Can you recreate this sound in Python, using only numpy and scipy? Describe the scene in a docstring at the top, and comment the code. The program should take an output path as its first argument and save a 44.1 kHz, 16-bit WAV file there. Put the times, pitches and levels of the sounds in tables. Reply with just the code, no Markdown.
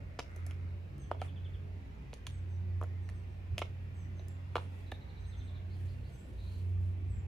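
"""A park with stone paving, where someone in high heels takes a few slow steps and comes to a stop.
Shoe resonances, struck by short blows and grit noise, make the heel clicks and sole slaps.
Shaped noise makes the scuff, the hands brushing cloth, the traffic, the leaves and the wind bumps.
Far engines are stacks of wavering sines; small birds in the trees are gliding sines with trembling pitch."""
import sys
import numpy as np
from scipy import signal
from scipy.fft import rfft, irfft, next_fast_len
from scipy.io import wavfile
from scipy.ndimage import uniform_filter1d

SR = 44100
rng = np.random.default_rng(int(sys.argv[2]) if len(sys.argv) > 2 else 0)


def log_audio(samples):
    """Write samples as a 16-bit WAV file to the path given in sys.argv[1]."""
    # one column per channel
    frames = np.atleast_2d(samples).T
    # limit to full scale, then quantise
    limited = np.clip(frames, -1, 1)
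    pcm = np.round(limited * 32767).astype(np.int16)
    wavfile.write(sys.argv[1], SR, pcm)


N = 320607
TIME = np.arange(N) / SR


def from_db(db):
    """Decibels to gain."""
    return 10 ** (np.asarray(db) / 20)


def rms_one(x):
    """Scale to unit rms."""
    return x / np.sqrt(np.mean(x ** 2) + 1e-20)


def in_time(rows):
    """Each column of a curve, sample by sample."""
    s, *columns = np.transpose(rows)
    return [np.interp(TIME, s, c) for c in columns]


def at_hz(points, hz):
    """Read a spectrum on a log-frequency axis."""
    f, value = np.transpose(points)
    return np.interp(np.log(np.maximum(hz, 1)), np.log(f), value)


def add(out, s, sound):
    """Mix a sound in at a given time."""
    i = round(s * SR)
    out[i:i + len(sound)] += sound[:len(out) - i]


def bandpass(x, low, high):
    """Causal band-pass."""
    sos = signal.butter(2, [low, min(high, SR / 2 - 1)], "band", fs=SR, output="sos")
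    return signal.sosfilt(sos, x)


def split_off(x, kind, hz):
    """Keep the lows or the highs on one side of a crossover, at unit rms."""
    return rms_one(signal.sosfilt(signal.butter(3, hz, kind, fs=SR, output="sos"), x))


def drift(rate, size):
    """A random wander: straight lines between normal draws, rate draws per second."""
    at = np.arange(size) * rate / SR
    return np.interp(at, np.arange(size), rng.standard_normal(size))


# how alike the two ears are: pitch_hz, likeness (1 same, 0 unrelated, -1 opposed)
EAR_LIKENESS = [(30, 0.97), (70, 0.92), (300, 0.88), (700, -0.38), (2000, -0.14), (5000, 0.23),
                (12000, -0.081)]


def stereo_noise(colour, size=N):
    """Coloured noise at unit rms, nearly alike in both ears in the bass and much less so above."""
    length = next_fast_len(size)
    hz = np.arange(length // 2 + 1) * SR / length
    mid, side = rfft(rng.standard_normal((2, length))) * from_db(at_hz(colour, hz))
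    alike = np.clip(at_hz(EAR_LIKENESS, hz), -1, 1)
    ears = np.sqrt(1 + alike) * mid + np.sqrt(1 - alike) * side * [[1], [-1]]
    return rms_one(irfft(ears, length)[:, :size])


def bells(rows):
    """A gain that rises and falls smoothly around each start_s, width_s, level_db."""
    return sum(from_db(db) * np.exp(-.5 * ((TIME - s) / width) ** 2) for s, width, db in rows)


def friction(gain, colour, grain_db, grain_rate):
    """Sliding contact: noise that catches and lets go, grain_rate draws per second."""
    return gain * rms_one(stereo_noise(colour) * from_db(grain_db * drift(grain_rate, N)))


def from_left(x, lag_s):
    """Two ears; the right one hears the sound a little later."""
    return np.array([x, np.interp(TIME - lag_s, TIME, x)])


def patchy(x, patchy_db, size):
    """Moving air lets each narrow band of a far sound swell and fade on its own."""
    _, _, cells = signal.stft(x, nperseg=size)
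    swell = rng.standard_normal(cells.shape[1:])
    swell = uniform_filter1d(swell, size=5, axis=0)   # across pitch
    swell = uniform_filter1d(swell, size=9, axis=1)   # across time
    return signal.istft(cells * from_db(patchy_db * rms_one(swell)), nperseg=size)[1][:, :N]


# colour of traffic and leaves together: pitch_hz, relative_level_db (per Hz)
AIR_COLOUR = [(25, -24), (42, -9.5), (60, 3), (80, -4.5), (115, -12), (190, -14.5), (240, -22),
              (400, -23.5), (750, -31), (1300, -45.5), (1850, -44.5), (2550, -45.5), (3100, -52),
              (5000, -60.5), (9000, -70), (14000, -65.5), (15000, -91.5)]
# the breeze lifts and drops the deepest rumble: time_s, change_db
BREEZE = [(0, 3.5), (0.9, -3), (1.2, -6), (3.2, 0.5), (3.65, 6), (4.0, -6.5), (4.9, -3), (5.5, -0.5),
          (7.27, 2)]
# the leaves rustle more and less: time_s, level_db
LEAF_HISS = [(0, -65), (0.9, -64.5), (1.6, -64), (2.8, -64), (5.2, -62.8), (6.1, -65)]
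RUMBLE_DB, RUMBLE_SWELL_DB = -47.5, 0.5


def air(split_hz=1100, breeze_hz=62):
    """Traffic rumble below, leaves and tyres above, each with its own slow swell."""
    noise = patchy(stereo_noise(AIR_COLOUR), patchy_db=2.0, size=2048)
    rumble, hiss = split_off(noise, "low", split_hz), split_off(noise, "high", split_hz)
    deep = signal.sosfiltfilt(signal.butter(2, breeze_hz, fs=SR, output="sos"), rumble)
    (breeze_db,), (leaf_db,) = in_time(BREEZE), in_time(LEAF_HISS)
    rumble = rumble + (from_db(breeze_db) - 1) * deep
    return from_db(RUMBLE_DB + RUMBLE_SWELL_DB * drift(1, N)) * rumble + from_db(leaf_db) * hiss


ENGINE_LAG_S = 0.00043   # the engines reach the left ear this much earlier


def engine(pitch, level, orders, level_db, waver):
    """A far exhaust note: multiples of one pitch, each made to waver on its own by the air."""
    (hz,), (db,) = in_time(pitch), in_time(level)
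    phase = 2 * np.pi * np.cumsum(hz) / SR
    tones = sum(from_db(order_db) * np.sin(k * phase) * (1 + waver * drift(14, N))
                for k, order_db in orders)
    return np.sqrt(2) * from_db(db + level_db) * tones


# the engine sags once, then runs nearly steadily: time_s, pitch_hz
DRONE_PITCH = [(0, 91.3), (.25, 86.1), (.7, 88.6), (1.05, 90), (2.4, 90.23), (7.27, 91.18)]
# its drone swells and fades: time_s, relative_level_db
DRONE_LEVEL = [(0.0, -50), (0.16, -53), (0.2, -57.5), (0.36, -43), (0.6, -39), (0.93, -46), (0.989, -55.5),
               (1.21, -41), (1.78, -45), (2.09, -65.5), (2.35, -42.5), (2.63, -35.5), (3.02, -39.5),
               (3.2, -44.5), (4.59, -42.5), (5.08, -50), (5.91, -38.5), (6.17, -56.5), (6.72, -33),
               (7.25, -40), (7.27, -37)]
# its harmonics: multiple of the pitch, relative_level_db
DRONE_ORDERS = [(1, 1), (2, -26.5), (3, -43), (4, -30.5)]


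def near_engine():
    """The nearer engine: a fairly steady exhaust drone, mostly its fundamental."""
    return engine(DRONE_PITCH, DRONE_LEVEL, DRONE_ORDERS, level_db=-0.84, waver=0.1)


# the engine winds down twice: time_s, pitch_hz
FAR_PITCH = [(0, 133.4), (1.5, 139.7), (2.3, 130.7), (2.9, 116.4), (4.7, 136), (5.6, 126.3), (7.27, 121.1)]
# its loudness: time_s, relative_level_db
FAR_LEVEL = [(0, -53.5), (2.3, -53), (3.9, -55.5), (5.2, -53), (6.4, -52), (7.27, -71)]
# its partials: multiple of the pitch, relative_level_db
FAR_ORDERS = [(1, -2), (1.5, -13.5), (2, -13), (3, -16.5)]


def far_engine():
    """A second engine, its partials wavering strongly in the air."""
    return engine(FAR_PITCH, FAR_LEVEL, FAR_ORDERS, level_db=-3.0, waver=0.74)


# thump, knock, clack, tick and ping ranges of the shoe: low_hz, high_hz
SHOE_PARTS = [(240, 725), (830, 1460), (1520, 4060), (4200, 7860), (8400, 13600)]
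THUMP_PART, KNOCK_PART, PING_PART = np.eye(5)[[0, 1, 4]]
HARDNESS_PIVOT_HZ = 1460
# how sole and heel ring when they are not the part that lands
SOLE_HZ, HEEL_HZ, RING_S = 658, 1760, 0.024


def landing(db, hardness, shares_db):
    """Level of each part in dB; a harder landing tilts the sound brighter about the pivot pitch."""
    octaves = np.log2(np.sqrt(np.prod(SHOE_PARTS, axis=1)) / HARDNESS_PIVOT_HZ)
    return db + hardness * octaves + shares_db


# the sole slaps the stone: start_s, level_db, hardness_db_per_octave, hollow_knock_db,
# sole_pitch_hz, heel_pitch_hz, ring_t60_s
SOLE_SLAPS = [(0.1898, -38.5, -2, -1, 630, 1380, 0.012), (1.114, -37, -4, 5, 690, 1400, 0.0097),
              (1.2168, -38, -2, -3.5, 757, 1330, 0.027), (2.1312, -43.5, 0.5, -11, 453, 2000, 0.0027),
              (2.8135, -53, -4.5, 13.5, 784, 1270, 0.0039), (2.8265, -47.5, -3, 1.5, 780, 1250, 0.0061),
              (2.8395, -57.5, -5, 7, 520, 1310, 0.014), (3.6175, -33.5, -0.5, -0.5, 650, 2250, 0.01),
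              (4.5556, -29.5, -0.3, 2.5, 497, 1620, 0.0078), (4.5598, -37, 1.5, -9, 674, 2560, 0.014),
              (4.5658, -33.5, 0.1, 0.5, 816, 3480, 0.0024), (4.5803, -50.5, 4, 16.5, 820, 3550, 0.006),
              (4.9215, -43, -2.5, -15, 540, 990, 0.0027)]
# a slap's share in thump, knock, clack, tick and ping: relative_level_db
SLAP_PARTS_DB = [-2, -4, -10.5, -31, -31]
SOLE_GRIT = 0.12   # how much grit a sole grinds as it lands, 0-1


def sole_slaps():
    """Flat sole landings, strongest in the low parts of the shoe."""
    return [(s, landing(db, hardness, SLAP_PARTS_DB) + knock_db * KNOCK_PART,
             sole_hz, heel_hz, ring_s, SOLE_GRIT)
            for s, db, hardness, knock_db, sole_hz, heel_hz, ring_s in SOLE_SLAPS]


# the heel tip strikes: start_s, level_db, hardness_db_per_octave, thump_db, hollow_knock_db,
# metal_ping_db, heel_pitch_hz, ring_t60_s, grit (0-1)
HEEL_TAPS = [(0.1901, -56, 7.5, -2, -2, -16, 4260, 0.0043, 0.2),
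             (0.1939, -46.5, 6, 15, 11, -8.5, 5400, 0.0093, 0.02),
             (0.2009, -49.5, 0, 0.5, 8, -8, 6300, 0.014, 0.14),
             (0.204, -51.5, 0.5, -11, 4, -1, 2800, 0.014, 0.1),
             (0.5102, -54, 1.5, -7, -5, 1, 1750, 0.026, 0.23),
             (1.2161, -56, 4, -6, -2, 0, 1900, 0.013, 0.26),
             (1.2235, -52, -4.5, -7, 1, 4, 2190, 0.012, 0.42),
             (2.139, -68.5, 12.5, 0, -2, -8.5, 3650, 0.0043, 0.11),
             (2.2678, -47.5, 4.5, -12, 3, 0.5, 3380, 0.0029, 0.08),
             (2.2708, -55.5, 3, -1, 10, 3, 3400, 0.0026, 0.47),
             (3.09, -54.5, 2, -11, 3, -1, 1800, 0.019, 0.22),
             (3.0981, -60.5, 0.5, -2, 3, 10, 1740, .012, .3),
             (3.581, -37.5, 2.2, -2.5, -5, -2, 2722, 0.0075, 0.07),
             (3.5921, -50, 2, 3, -3, 9, 2760, 0.0038, 0.1),
             (3.622, -37.5, -4, -19, -2, -12, 2200, 0.016, 0.2),
             (4.195, -59, -3.5, 2, -10, -2, 3780, 0.025, 0.1),
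             (4.5686, -48.5, -1.5, 4, -3, 1, 2560, 0.0087, 0.13),
             (4.9172, -45, -3.5, -21, -9, 13, 3730, 0.044, 0.46),
             (4.919, -43, -5, -20, 0.5, 4, 1730, 0.041, 0)]
# a tap's share in thump, knock, clack, tick and ping: relative_level_db
TAP_PARTS_DB = [-1, -8, -1, -14.5, -19]


def heel_taps():
    """Heel tip clicks, each with its own thump, hollow knock and metal ping."""
    taps = []
    for s, db, hardness, thump_db, knock_db, ping_db, heel_hz, ring_s, grit in HEEL_TAPS:
        accents = thump_db * THUMP_PART + knock_db * KNOCK_PART + ping_db * PING_PART
        part_db = landing(db, hardness, TAP_PARTS_DB) + accents
        taps.append((s, part_db, SOLE_HZ, heel_hz, ring_s, grit))
    return taps


# a grain of grit cracks under the shoe: start_s, level_db, hardness_db_per_octave, grit (0-1)
GRIT_TICKS = [(.3619, -62, 2, 0.3), (0.4654, -59.5, 3.5, 0.5), (.981, -71, 2, 0.5),
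              (1.1138, -60.5, -1, 0.26), (2.8138, -59.5, -2, 0.24), (2.8351, -60, 0, 0.6),
              (3.578, -59, -3, 0.44), (3.589, -56, 1, 0.1), (4.2839, -69.5, 5, 0.08)]
# a crack's share in thump, knock, clack, tick and ping: relative_level_db
GRIT_PARTS_DB = [10.5, -10, -9, -8, -4.5]


def grit_ticks():
    """Small cracks of grit that set the whole shoe ringing."""
    return [(s, landing(db, hardness, GRIT_PARTS_DB), SOLE_HZ, HEEL_HZ, RING_S, grit)
            for s, db, hardness, grit in GRIT_TICKS]


# what the shoe rings with before each touch shifts and damps it: pitch_hz, relative_level_db, t60_s
SHOE_MODES = [(326, -8, 0.0078), (530, -20, 0.0056), (980, -5, 0.013), (1084, -20, 0.014),
              (1300, -16, 0.027), (2395, -2, 0.0063), (2790, -3, 0.0034), (3920, -4, 0.0053),
              (5160, 1, 0.0048), (6000, -3, 0.011), (9600, -12.5, 0.0062), (14000, 4, 0.0046)]
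# a touch that rings shorter than this is pressed down hard, which damps the whole shoe
FREE_RING_S = 0.0091
STEP_LAG_S = .000023   # the steps reach the left ear this much earlier


def footsteps(scrape_in_s=0.00081, crush_s=0.0016, pitch_spread=0.03,
              sole_db=9.0, heel_db=11.5, heel_decay_ratio=0.39):
    """The shoe grazes the grit, strikes and crushes it; how it lands decides which parts ring."""
    out, t = np.zeros(N), TIME[:SR // 20]
    lead, blow_samples = SR // 500, SR // 200   # 2 ms of graze, 5 ms as the span for levels
    since = t - t[lead]
    grinding = np.exp(np.minimum(since / scrape_in_s, -since / crush_s))
    for s, part_db, sole_hz, heel_hz, ring_s, grit in sole_slaps() + heel_taps() + grit_ticks():
        force = grit * grinding * rng.standard_normal(len(t))
        force[lead:lead + 3] += [.4, .8, .2]   # the blow itself, a few samples long
        # body weight bends and damps the shoe, so its two main resonances change from touch to touch
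        loaded = [(sole_hz, sole_db, ring_s), (heel_hz, heel_db, heel_decay_ratio * ring_s)]
        hz, mode_db, t60 = np.transpose(SHOE_MODES + loaded)[:, :, None]
        hz[:-2] *= np.exp(pitch_spread * rng.standard_normal(hz[:-2].shape))
        t60[:-2] *= min(ring_s / FREE_RING_S, 1)
        modes = from_db(mode_db - 60 * t / t60) * np.cos(2 * np.pi * hz * t)
        ring = signal.fftconvolve(force, modes.sum(0))[:len(t)]
        for (low, high), db in zip(SHOE_PARTS, part_db):
            part = bandpass(bandpass(ring, low, high), low, high)
            part = part * np.sqrt(blow_samples / np.sum(part ** 2))
            add(out, s - t[lead], from_db(db) * part)
    return out


# colour of sound scattered back by bench and trees: pitch_hz, relative_level_db
PARK_COLOUR = [(150, -6), (500, -1.5), (1200, -4), (2600, 0.5), (6000, 4), (10000, 1.5), (15000, -1.5)]


def park(x, wet_db, t60, build_s, uneven_db, facets_per_s=450):
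    """Echoes that build up and die away, in uneven clumps from slats and trunks."""
    t = TIME[:SR]
    clumps = from_db(uneven_db * drift(facets_per_s, SR))
    envelope = from_db(-60 * t / t60) * (1 - np.exp(-t / build_s))
    echoes = stereo_noise(PARK_COLOUR, size=SR) * clumps * envelope
    echoes /= np.sqrt(np.sum(echoes ** 2) / 2)
    return from_db(wet_db) * signal.fftconvolve(x[None], echoes, axes=1)[:, :N]


# a sole drags on grit: time_s, level_db
SCUFF = [(.2, -69), (.3, -62.5), (.37, -61.5), (.5, -59.5), (.56, -68.5), (.75, -70), (.9, -103)]
# its colour: pitch_hz, relative_level_db
SCUFF_COLOUR = [(500, -19.5), (1150, -3), (1400, 4.5), (1650, -8.5), (2100, 3.5), (3000, -20), (6000, -25),
                (14000, -33.5)]


def scuff():
    """A sole dragging over grit, a coarse grainy friction."""
    (level_db,) = in_time(SCUFF)
    return friction(from_db(level_db), SCUFF_COLOUR, grain_db=3.5, grain_rate=460)


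def whistle(length, start_hz, end_hz, db, rasp_hz, bend=0.95):
    """One gliding note with a trembling pitch; a small bend makes it move fast, then level out."""
    u = np.linspace(0, 1, round(length * SR))
    hz = start_hz + (end_hz - start_hz) * u ** bend + rasp_hz * drift(900, SR // 2)[:len(u)]
    return from_db(db) * np.sqrt(8 * u * (1 - u)) * np.sin(2 * np.pi * np.cumsum(hz) / SR)


def quaver(calls, quaver_db=3.5):
    """Bird calls with a rapidly quavering loudness."""
    return calls * from_db(quaver_db * drift(90, N) - 3.5)


# thin two-voiced calls: start_s, length_s, upper_start_hz, upper_end_hz, upper_relative_db,
# lower_start_hz, lower_end_hz, lower_relative_db
THIN_CALLS = [(0.981, 0.069, 8460, 7950, -72, 6500, 5930, -69.5),
              (2.314, 0.057, 8800, 7720, -67, 6800, 6300, -73),
              (2.473, 0.085, 8650, 7540, -80, 6460, 5780, -76),
              (3.019, 0.042, 8600, 8100, -78, 6170, 5800, -76),
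              (3.131, 0.064, 8850, 7900, -76, 6500, 5850, -79),
              (3.293, 0.047, 8450, 8040, -84, 6000, 5600, -79),
              (3.935, 0.1, 8260, 7770, -72.5, 6670, 5900, -71),
              (4.14, 0.058, 8300, 7900, -85, 6520, 5980, -72.5),
              (5.178, 0.07, 8600, 7700, -80, 6330, 6000, -74),
              (5.254, 0.062, 8950, 7800, -71.5, 6500, 6080, -74),
              (5.35, 0.055, 8400, 7900, -81, 6440, 5900, -71.5),
              (5.428, 0.055, 8500, 7940, -74, 6250, 5870, -80),
              (6.094, 0.07, 8350, 7900, -74, 6400, 6000, -75)]
# the upper voice drops fast and levels out; the lower one joins late and slides more evenly
UPPER_BEND, LOWER_BEND, LOWER_LATE_S = 0.55, 0.81, 0.014


def thin_calls(tremble_hz=85):
    """Thin calls sung with both sides of the syrinx, two falling notes at once."""
    out = np.zeros(N)
    for s, length, *voices in THIN_CALLS:
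        add(out, s, whistle(length, *voices[:3], tremble_hz, bend=UPPER_BEND))
        add(out, s + LOWER_LATE_S, whistle(length, *voices[3:], tremble_hz, bend=LOWER_BEND))
    return out


# a near songbird repeats one falling chirp: start_s, relative_level_db
CHIRPS = [(1.03, -69), (1.112, -63), (1.193, -61.5), (1.276, -61), (1.359, -61), (1.444, -58.5),
          (1.536, -62.5)]
CHIRP_S, CHIRP_START_HZ, CHIRP_END_HZ, CHIRP_RASP_HZ = 0.0252, 3640, 2870, 40.2
CHIRP_ECHO_DB = -4   # being near, it raises less echo than the other birds


def songbird():
    """The near bird's row of crisp falling chirps."""
    out = np.zeros(N)
    for s, db in CHIRPS:
        add(out, s, whistle(CHIRP_S, CHIRP_START_HZ, CHIRP_END_HZ, db, CHIRP_RASP_HZ, bend=1.18))
    return out


# the sole slips a little as it takes the weight: start_s (centre), width_s, level_db
SLIPS = [(1.248, 0.03, -58), (4.615, 0.045, -62.5)]
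# its colour: pitch_hz, relative_level_db
SLIP_COLOUR = [(1000, 5), (2600, 5), (4500, -14), (10000, -7.5), (15000, -24)]


def sole_slips():
    """Short bell-shaped rushes of noise from a slipping sole."""
    return stereo_noise(SLIP_COLOUR) * bells(SLIPS)


# wind bumps: start_s (centre), width_s, relative_level_db
GUSTS = [(3.531, 0.017, -34), (7.159, 0.087, -40)]
# their colour: pitch_hz, relative_level_db
GUST_COLOUR = [(25, -14), (50, 6.5), (70, 18), (120, 9), (200, -26), (500, -66)]


def wind_bumps():
    """Eddies of wind on the microphone, short deep swells of noise."""
    return stereo_noise(GUST_COLOUR) * bells(GUSTS)


# lone drawn-out whistles: start_s, length_s, start_hz, end_hz, relative_level_db, rasp_hz
WHISTLES = [(4.278, 0.09, 7740, 7000, -70.5, 260), (6.15, 0.11, 7950, 7350, -72, 300),
            (6.348, .26, 3890, 4210, -64, 297), (7.074, 0.14, 8270, 7220, -69, 199)]


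def lone_whistles():
    """Single gliding bird notes, roughened by a trembling pitch."""
    out = np.zeros(N)
    for s, *note in WHISTLES:
        add(out, s, whistle(*note))
    return out


# hands stroke over cloth: start_s (centre), width_s, relative_level_db
STROKES = [(4.78, 0.062, -71), (5.85, 0.1, -70.5), (6.18, 0.11, -72), (6.55, 0.14, -70), (6.87, .035, -77),
           (7.0, 0.17, -82)]
# its colour: pitch_hz, relative_level_db
RUB_COLOUR = [(1000, -3.5), (3000, 12), (5000, 0.5), (10000, 3), (14000, 0.5), (16000, -24.5)]


def cloth_rubs():
    """Hands brushing over cloth, a soft friction in slow strokes."""
    return friction(bells(STROKES), RUB_COLOUR, grain_db=2.0, grain_rate=130)


# farther birds chatter: start_s, notes, period_s, note_length_s, start_hz, end_hz,
# relative_level_db, fade_at_start_db, rasp_hz
SONG = [(4.862, 6, 0.075, 0.024, 4190, 3720, -64.5, 1.5, 200),
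        (5.315, 4, 0.076, 0.04, 4250, 3286, -64.5, 0, 242),
        (5.692, 3, 0.17, 0.062, 3770, 4590, -72.5, -2.5, 396)]
PHRASE_PEAK = 0.83   # a phrase peaks (or dips, if its fade is negative) this far through


def trills():
    """Phrases of one repeated gliding note, shaped in loudness along the way."""
    out = np.zeros(N)
    for s, count, period, length, start_hz, end_hz, db, fade_db, rasp_hz in SONG:
        for k, through in enumerate(np.linspace(0, 1, round(count))):
            note_db = db - fade_db * abs(through - PHRASE_PEAK) / PHRASE_PEAK
            add(out, s + k * period, whistle(length, start_hz, end_hz, note_db, rasp_hz, bend=0.66))
    return out


def scene():
    """Walker, birds and air lean slightly right in level; engines and wind bumps lean a little more."""
    steps, chirps = footsteps(), songbird()
    song = trills() + quaver(thin_calls() + lone_whistles())
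    bench = park(steps, wet_db=-7.5, t60=0.062, build_s=0.00075, uneven_db=0.5)
    trees = park(steps, wet_db=-11.5, t60=0.24, build_s=0.016, uneven_db=5.0)
    walker = from_left(steps, STEP_LAG_S) + bench + trees + scuff() + cloth_rubs() + sole_slips()
    echoed = song + from_db(CHIRP_ECHO_DB) * chirps
    song_echo = park(echoed, wet_db=-1.5, t60=0.27, build_s=0.01, uneven_db=2.5)
    birdsong = from_db(-3.0) * (song + chirps + song_echo)
    lows = from_left(near_engine() + far_engine(), ENGINE_LAG_S) + wind_bumps()
    return (walker + birdsong + air()) * from_db([[-.5], [.5]]) + lows * from_db([[-1.1], [1.1]])


# the microphone port swallows a narrow band; above the cutoff the top is gone
MIC_NOTCH_HZ, MIC_NOTCH_Q, CUTOFF_HZ = 11850, 9.0, 16300


def record(dry):
    """Soft 5 ms opening and close, a notch in the high treble and a steep cut at the top."""
    edges = np.minimum(np.minimum(TIME, TIME[::-1]) / .005, 1)
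    heard = signal.lfilter(*signal.iirnotch(MIC_NOTCH_HZ, MIC_NOTCH_Q, fs=SR), dry * edges)
    return signal.sosfilt(signal.ellip(10, .1, 80, CUTOFF_HZ, fs=SR, output="sos"), heard)


dry = scene()
out = record(dry)
log_audio(out)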